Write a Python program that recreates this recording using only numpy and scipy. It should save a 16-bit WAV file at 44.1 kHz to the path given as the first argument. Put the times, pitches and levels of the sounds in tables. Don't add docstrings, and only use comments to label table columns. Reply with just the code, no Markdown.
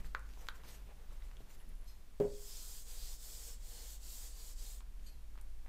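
import sys
import numpy as np
from scipy import signal
from scipy.fft import rfft, irfft, next_fast_len
from scipy.io import wavfile
from scipy.ndimage import uniform_filter1d, map_coordinates

SR = 44100
rng = np.random.default_rng(int(sys.argv[2]) if len(sys.argv) > 2 else 0)


def output_pcm(signal):
    pcm = np.clip(np.atleast_2d(signal).T, -1, 1) * 32767
    wavfile.write(sys.argv[1], SR, np.round(pcm).astype(np.int16))


def invert_db(level):
    return 10 ** (np.asarray(level, dtype=float) / 20)


N = 250840

RUMBLE_HZ = (13, 29.2, 48.6)
# [peak t/s, fade t/s, level/dB]
RUMBLE_SWELLS = [
    [(0, .4, -42.5), (.5, 0.6, -47), (1.1, 0.35, -47.5), (1.7, 0.73, -46.5), (2.3, 0.54, -48),
     (2.95, 0.62, -43.5), (3.55, 0.51, -49), (4.1, 0.49, -49), (4.59, 0.26, -46.5), (5.0, 0.39, -47),
     (5.5, 0.62, -43)],
    [(0, .3, -44.5), (.44, .3, -51), (1.17, 0.51, -47.5), (1.77, 0.23, -44), (2.3, .4, -48),
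     (2.63, 0.29, -48), (3.01, 0.29, -45.5), (3.62, 0.52, -47), (4.33, .3, -48), (4.59, 0.25, -42.5),
     (4.95, 0.69, -49.5), (5.69, .4, -53.5)],
    [(.2, 0.52, -49), (.8, .5, -52), (1.25, .4, -52), (1.87, 0.25, -55), (2.34, 0.26, -56),
     (3.03, 0.61, -53.5), (3.5, 0.35, -52), (4.0, 0.52, -50.5), (4.59, 0.44, -53), (4.95, 0.62, -51.5),
     (5.5, 0.73, -51)],
]
# [f/Hz, 60 dB fall t/s]
ECHO_TIMES = [(200, 0.42), (1500, 0.32), (4000, 0.14), (12000, 0.1)]
# [f/Hz, level/dB per Hz]
HISS_COLOUR = [(59, -17.5), (68, -32), (80, -29.5), (129, -34.5), (439, -45), (1100, -49), (4550, -54),
               (15500, -58)]
# [peak t/s, fade t/s, dull rub level/dB, bright rustle and thrum relative level/dB]
MOVES = [(0.0, 0.033, -58.5, -14, 9), (.056, 0.08, -63, -0.5, 5), (.31, 0.16, -70.5, 2, 3),
         (.41, 0.15, -71.5, 8.5, 4), (.556, 0.057, -59.5, -4.5, -16), (.646, 0.045, -56.5, -16, 1),
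         (.69, .12, -66.5, 10, -1), (.74, 0.096, -70, 8, 0), (.86, .1, -76, -6, 14),
         (1.02, .1, -71, -5, -1), (1.13, 0.11, -71, 1, -2), (1.25, 0.12, -69.5, 0, -6),
         (1.41, 0.065, -66, -7, 8), (1.515, 0.12, -69, 6, 2), (1.685, .1, -71, -15, 14.5),
         (1.89, .15, -74.5, 5.5, 1), (5.01, 0.037, -71, -8, 7), (5.07, 0.16, -78, 9, 14.5),
         (5.33, .12, -78, -5, 5), (5.47, 0.18, -80, -7, 6), (5.65, .08, -74, -4, -3)]
# [f/Hz, level/dB per Hz]
THRUM_COLOUR = [(50, -37), (95, 5), (180, -0.5), (300, -10.5), (600, -35)]
RUB_COLOUR = [(200, -8), (450, 0.5), (1200, -5.5), (2500, -9.5), (4000, -16.5), (7000, -56)]
RUSTLE_COLOUR = [(1500, -4.5), (4000, -3), (7500, -4), (10000, -9), (14000, -6), (15300, -9), (15500, -30)]
# [peak t/s, fade t/s, level/dB]
BEAD_DRAGS = [
    (1.545, .04, -75),
    (1.615, .05, -70),
    (1.692, .012, -68),
    (1.8, .06, -76),
    (1.845, .04, -74),
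]
# [f/Hz, width f/Hz, level/dB]
BEAD_PEAKS = [(10800, 760, 2), (12000, 800, -6)]
# [t/s, peak level/dB, f/Hz,
# cycles]
TICKS = [(0.046, -49, 1900, 3.4), (.056, -51, 12000, 3.7), (.195, -46, 8000, 2),
         (.337, -48, 4300, 2.5), (.374, -52, 900, 2.7), (.4695, -50, 7200, 5), (.47, -43, 2500, 1.5),
         (.462, -55, 10800, 12), (.497, -52, 11000, 10), (.291, -55, 6500, 3), (.291, -56, 2300, 2.8),
         (.3, -58, 2200, 3), (.637, -53, 1020, 4.2), (0.636, -50, 3300, 2.6), (1.222, -60, 2060, 12),
         (1.223, -59, 3700, 14), (1.314, -45, 1500, 0.94), (1.369, -52, 3320, 8),
         (1.369, -59, 6300, 9), (1.405, -53, 413, 2.8), (1.504, -55, 2500, 3.5),
         (1.547, -63, 10500, 9), (1.602, -62, 2980, 11), (1.692, -58, 11100, 9),
         (1.754, -54, 10600, 4), (1.315, -62, 4970, 4.6),
         (4.806, -54, 1100, 2.8), (4.807, -46, 3500, 1.6), (4.996, -61, 2800, 3.7),
              (5.356, -55, 1300, 2.7), (5.377, -45.5, 1310, 1.3), (5.378, -53, 3800, 2),
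              (5.387, -51, 2300, 2.4), (5.413, -49, 8800, 8), (5.414, -48, 12000, 5.4),
              (5.661, -53.5, 800, 2.8), (5.663, -51, 1900, 2.5), (5.688, -55, 1500, 1.5),
              (5.674, -54, 1600, 1.8)]
TINKLE_TIMES = [
    1.874,
    5.062,
]
# [f/Hz, 60 dB fall t/s, first blow level/dB, second blow level/dB]
CLASP_MODES = [(2500, 0.27, -76, -71), (3090, 0.16, -75, -67), (4200, 0.38, -66, -63.5),
               (4600, 0.2, -80, -59), (5150, 0.26, -64, -79), (6250, 0.15, -64, -65), (7074, .12, -80, -63),
               (8250, 0.11, -65, -60), (11530, 0.29, -64, -63), (12600, .1, -78, -74)]
# [t/s, peak level/dB, sharp edge relative level/dB]
CLACKS = [
    (0.1488, -21, -20.5),
    (0.1523, -36, -24),
    (0.4865, -27, -7),
    (0.4896, -44, -5),
]
# [f/Hz, width f/Hz, level/dB]
PLASTIC_PEAKS = [(486, 160, -12.5), (1006, 320, -4), (1500, 180, 4.5), (1960, 340, -4), (2300, 690, -11.5)]
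RIM_PEAKS = [(3110, 130, 11.5), (3700, 1400, 7.5), (4750, 1200, -1.5), (6000, 270, -8), (7650, 2800, -11),
             (11000, 5000, -18)]
# [t/s, level/dB]
KNOCKS = [
    (2.2008, -23),
    (2.206, -29.5),
    (2.2446, -33),
]
# [f/Hz, level/dB, 60 dB fall t/s]
BOARD_MODES = [(112, -15.5, 0.34), (148.6, -5, 0.087), (181, -14.5, 0.21), (271, -3.5, 0.069),
               (309, -3, 0.093), (405, -4, 0.1), (410, -3, 0.36), (426, -15, .4), (473.3, -22, 0.5),
               (521.5, -6, 0.24), (573, -14, 0.148), (660, -16, 0.25), (747, -25, 0.16), (980, -23, 0.088)]
# [f/Hz, level/dB per Hz]
SHUDDER_COLOUR = [(70, -29), (150, -20), (420, 3), (700, -7), (1200, -18), (2200, -20), (4000, -35)]
# [start t/s, length t/s, level/dB, gain along the stroke/dB, speed-up t/s]
STROKES = [
    (2.29, 0.58, -56.5, 0, 0.34),
    (2.845, 0.34, -58, 2, 0.059),
    (3.165, 0.41, -56.5, 2.5, 0.1),
    (3.595, 0.396, -59, 1.5, 0.15),
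    (3.99, 0.36, -57, 2.5, 0.12),
    (4.305, 0.25, -60.5, 3.5, .1),
    (4.55, 0.27, -59, 0, 0.087),
]
# [f/Hz, width f/Hz, level/dB]
FELT_PEAKS = [(7760, 1770, 2), (6130, 1500, -4.5)]
SHELL_PEAKS = [(3280, 870, -5.5), (5840, 1550, -4.5), (2260, 1800, -19)]
PANEL_PEAKS = [(478, 18, 2.5), (336, 130, -13.5), (565, 37, -7), (800, 340, -10.5), (1210, 500, -14),
               (1900, 1300, -14.5)]
# [f/Hz, level/dB per Hz]
FIBRE_COLOUR = [(1000, -6), (6000, -17), (9500, -2), (14500, 3), (15800, -10.5), (17000, -64)]


def unit(x):
    return x / np.sqrt(np.mean(x ** 2) + 1e-20)


def along(points, hz):
    f, value = np.transpose(points)
    return np.interp(np.log(hz + 1), np.log(f + 1), value)


def wobble(rate):
    knots = rng.standard_normal(int(N * rate / SR) + 4)
    return map_coordinates(knots, [np.arange(N) * rate / SR])


def filtered(x, response):
    m = next_fast_len(N + SR // 2)
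    hz = np.fft.rfftfreq(m, 1 / SR)
    return irfft(rfft(x, m) * response(hz), m)[:N]


def resonant(x, peaks):
    def response(f):
        total = 0
        for k, (centre, width, db) in enumerate(peaks):
            damping = 1j * f * width
            total = total + (-1) ** k * invert_db(db) * damping / (centre * centre - f * f + damping)
        return total
    return filtered(x, response)


def patchy(depth_db, wide=6, long=8):
    z = signal.stft(rng.standard_normal(N), nperseg=512)[2]
    field = uniform_filter1d(rng.standard_normal(z.shape), round(wide), 0)
    field = uniform_filter1d(field, round(long), 1)
    return signal.istft(z * invert_db(depth_db * unit(field)), nperseg=512)[1][:N]


def coloured(x, spectrum):
    return unit(filtered(x, lambda hz: invert_db(along(spectrum, hz))))


def ring(modes, attack, rough):
    t = np.arange(SR) / SR
    tone = np.zeros(SR)
    for hz, db, t60 in modes:
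        drift = rough * np.cumsum(rng.standard_normal(SR))
        tone += invert_db(db - 60 * t / t60) * np.sin(2 * np.pi * hz * t + drift)
    return tone * (1 - np.exp(-t / attack))


def add(track, sound, s):
    part = track[round(s * SR):][:len(sound)]
    part += sound[:len(part)]


def swells(rows, rise, shape):
    t, power = np.arange(0, N, 32) / SR, 0
    for s, fade, db in rows:
        distance = np.maximum((t - s) / fade, (s - t) / (rise * fade))
        power = power + invert_db(db - 20 * distance ** shape) ** 2
    return np.interp(np.arange(N) / SR, t, np.sqrt(power))


def room(x):
    hz, t, z = signal.stft(rng.standard_normal(SR // 2), SR, nperseg=256)
    decay = invert_db(-60 * t / along(ECHO_TIMES, hz)[:, None])
    tail = signal.istft(z * decay, SR, nperseg=256)[1]
    delayed = np.pad(x, (150, 0))
    return signal.fftconvolve(delayed, tail / np.linalg.norm(tail))[:N]


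def rumble():
    x = np.zeros(N)
    for hz, rows in zip(RUMBLE_HZ, RUMBLE_SWELLS):
        phase = 2 * np.pi * np.cumsum(hz + 1.763 * wobble(6)) / SR
        flutter = invert_db(2 + 1.04 * wobble(6.2))
        x += swells(rows, rise=1.0, shape=1.38) * flutter * np.sin(phase)
    return x


def hiss():
    return invert_db(-58) * coloured(patchy(depth_db=0.1), HISS_COLOUR)


def cloth():
    s, fade, db, bright_db, thrum_db = np.transpose(MOVES)
    settle_s, settle_fade_s = 1.5, 1.16
    settling = invert_db(-20 * np.clip(np.arange(N) / SR - settle_s, 0, None) / settle_fade_s)

    def movement(relative_db, fidget_db):
        humps = swells(zip(s, fade, db + relative_db), rise=0.5, shape=1.1)
        return np.hypot(humps, invert_db(fidget_db) * settling)

    thrum = movement(thrum_db, -71) * invert_db(-3.0 + 1.5 * wobble(25))
    thrum *= coloured(rng.standard_normal(N), THRUM_COLOUR)
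    rub = movement(0, -69.5) * invert_db(-2.67 + 2.8 * wobble(29.6))
    rub *= coloured(patchy(depth_db=2.0), RUB_COLOUR)
    rustle = movement(bright_db, -81.5) * invert_db(-0.27 + 1.4 * wobble(90))
    rustle *= coloured(patchy(depth_db=2.5), RUSTLE_COLOUR)
    return thrum + rub + rustle


def rasp():
    slips = invert_db(6.5 * wobble(200)) * rng.standard_normal(N)
    beads = resonant(resonant(slips, BEAD_PEAKS), BEAD_PEAKS)
    return swells(BEAD_DRAGS, rise=.7, shape=1.3) * unit(beads)


def ticks():
    x, t = np.zeros(N), np.arange(SR // 20) / SR
    for s, db, hz, cycles in TICKS:
        add(x, invert_db(db + 5.0 - 30 * t * hz / cycles) * np.sin(2 * np.pi * hz * t), s)
    return x


def tinkles():
    x = np.zeros(N)
    for k, s in enumerate(TINKLE_TIMES):
        modes = [(hz, db[k], t60) for hz, t60, *db in CLASP_MODES]
        add(x, ring(modes, attack=.004, rough=.08), s)
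    return x


def clacks():
    x = np.zeros(N)
    for pair in (CLACKS[:2], CLACKS[2:]):
        body, rim = np.zeros(N), np.zeros(N)
        for s, db, edge_db in pair:
            add(body, -invert_db(db + 24) * np.ones(1), s)
            add(rim, -invert_db(db + edge_db + 18) * np.ones(1), s)
        dry = resonant(body, PLASTIC_PEAKS[1:]) + resonant(body, PLASTIC_PEAKS[:1])
        dry += resonant(rim, RIM_PEAKS)
        x += dry + invert_db(-11) * room(dry)
    return x


def knock():
    x, t = np.zeros(N), np.arange(SR // 2) / SR
    modes = ring(BOARD_MODES, attack=.0012, rough=.002)
    for s, db in KNOCKS:
        add(x, invert_db(db - 4.5) * modes, s)
    first_s = KNOCKS[0][0]
    shudder = coloured(rng.standard_normal(N), SHUDDER_COLOUR)[:len(t)]
    add(x, invert_db(-43 - 60 * t / .25) * (1 - np.exp(-t / .003)) * shudder, first_s)
    crack = uniform_filter1d(rng.standard_normal(len(t)), size=4)
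    add(x, invert_db(-43.5 - 60 * t / 0.013) * crack, first_s)
    return x + invert_db(-14) * room(x)


def stroking(layer=(0, 0, 0, 0), steep=.8, creep_db=-12.5):
    brake_s, creep_s = (0.13, 0.074), 0.13
    t, power = np.arange(0, N, 32) / SR, 0
    for k, (s, length, db, gain_db, start) in enumerate(STROKES):
        way = k % 2
        ramp = np.minimum((t - s) / start, (s + length - t) / brake_s[way])
        speed = np.sin(np.pi / 2 * np.clip(ramp, 0, 1))
        along_db = (gain_db + layer[2 + way]) * ((t - s) / length - .5)
        power = power + (invert_db(db + layer[way] + along_db) * speed ** steep) ** 2
        power = power + invert_db(db + layer[0] + creep_db - 20 * ((t - s) / creep_s) ** 2) ** 2
    return np.interp(np.arange(N) / SR, t, np.sqrt(power))


def shell():
    slips = patchy(depth_db=2.4, wide=2.2, long=22)
    grip_hz, slide_hz = (4800, 4580), (50, 300)
    points = []
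    for k, (s, length, *_) in enumerate(STROKES):
        for end in (-1, 1):
            points.append((s + length * (.5 + 0.25 * end), grip_hz[k % 2] + end * slide_hz[k % 2] / 2))
    times, hz = np.transpose(points)
    centre = np.interp(np.arange(N) / SR, times, hz) + 120 * wobble(7)
    sliding = np.zeros(N)
    for f in (4000, 4500, 5000, 5500):
        near = np.clip(1 - abs(centre - f) / 500, 0, 1)
        sliding += near * resonant(slips, [(f, 700, 2.5)])
    return unit(sliding + resonant(slips[::-1], SHELL_PEAKS))


def wiping():
    pad = stroking() * unit(resonant(patchy(depth_db=1.2, wide=3, long=12), FELT_PEAKS))
    body = stroking((-4.5, -3, -3.5, -0.5)) * invert_db(1.5 + 1.4 * wobble(9.9)) * shell()
    fibres = stroking((-1.5, -1.5, -1.5, 1), steep=1.15, creep_db=-19)
    fibres *= invert_db(-0.8 + 0.62 * wobble(8.9)) * coloured(patchy(depth_db=1.5), FIBRE_COLOUR)
    panel = stroking((-16.5, -12.5, 5, -8)) * invert_db(3.3 * wobble(12))
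    panel *= unit(resonant(rng.standard_normal(N), PANEL_PEAKS))
    return invert_db(0.21 * wobble(25.18)) * (pad + body + fibres) + panel


def scene():
    faint = hiss() + cloth() + rasp()
    taps = ticks() + tinkles()
    faint += taps + invert_db(-8) * room(taps)
    faint = filtered(faint, lambda hz: hz < 15200)
    x = wiping() + knock() + clacks() + rumble() + faint
    return np.array([x, x])


def low_pass(x):
    return signal.sosfilt(signal.butter(12, 16270, fs=SR, output="sos"), x)


def record(dry):
    x = filtered(dry[0], lambda hz: hz < 15680)
    return low_pass(np.array([x, x]))


dry = scene()
out = record(dry)
output_pcm(out)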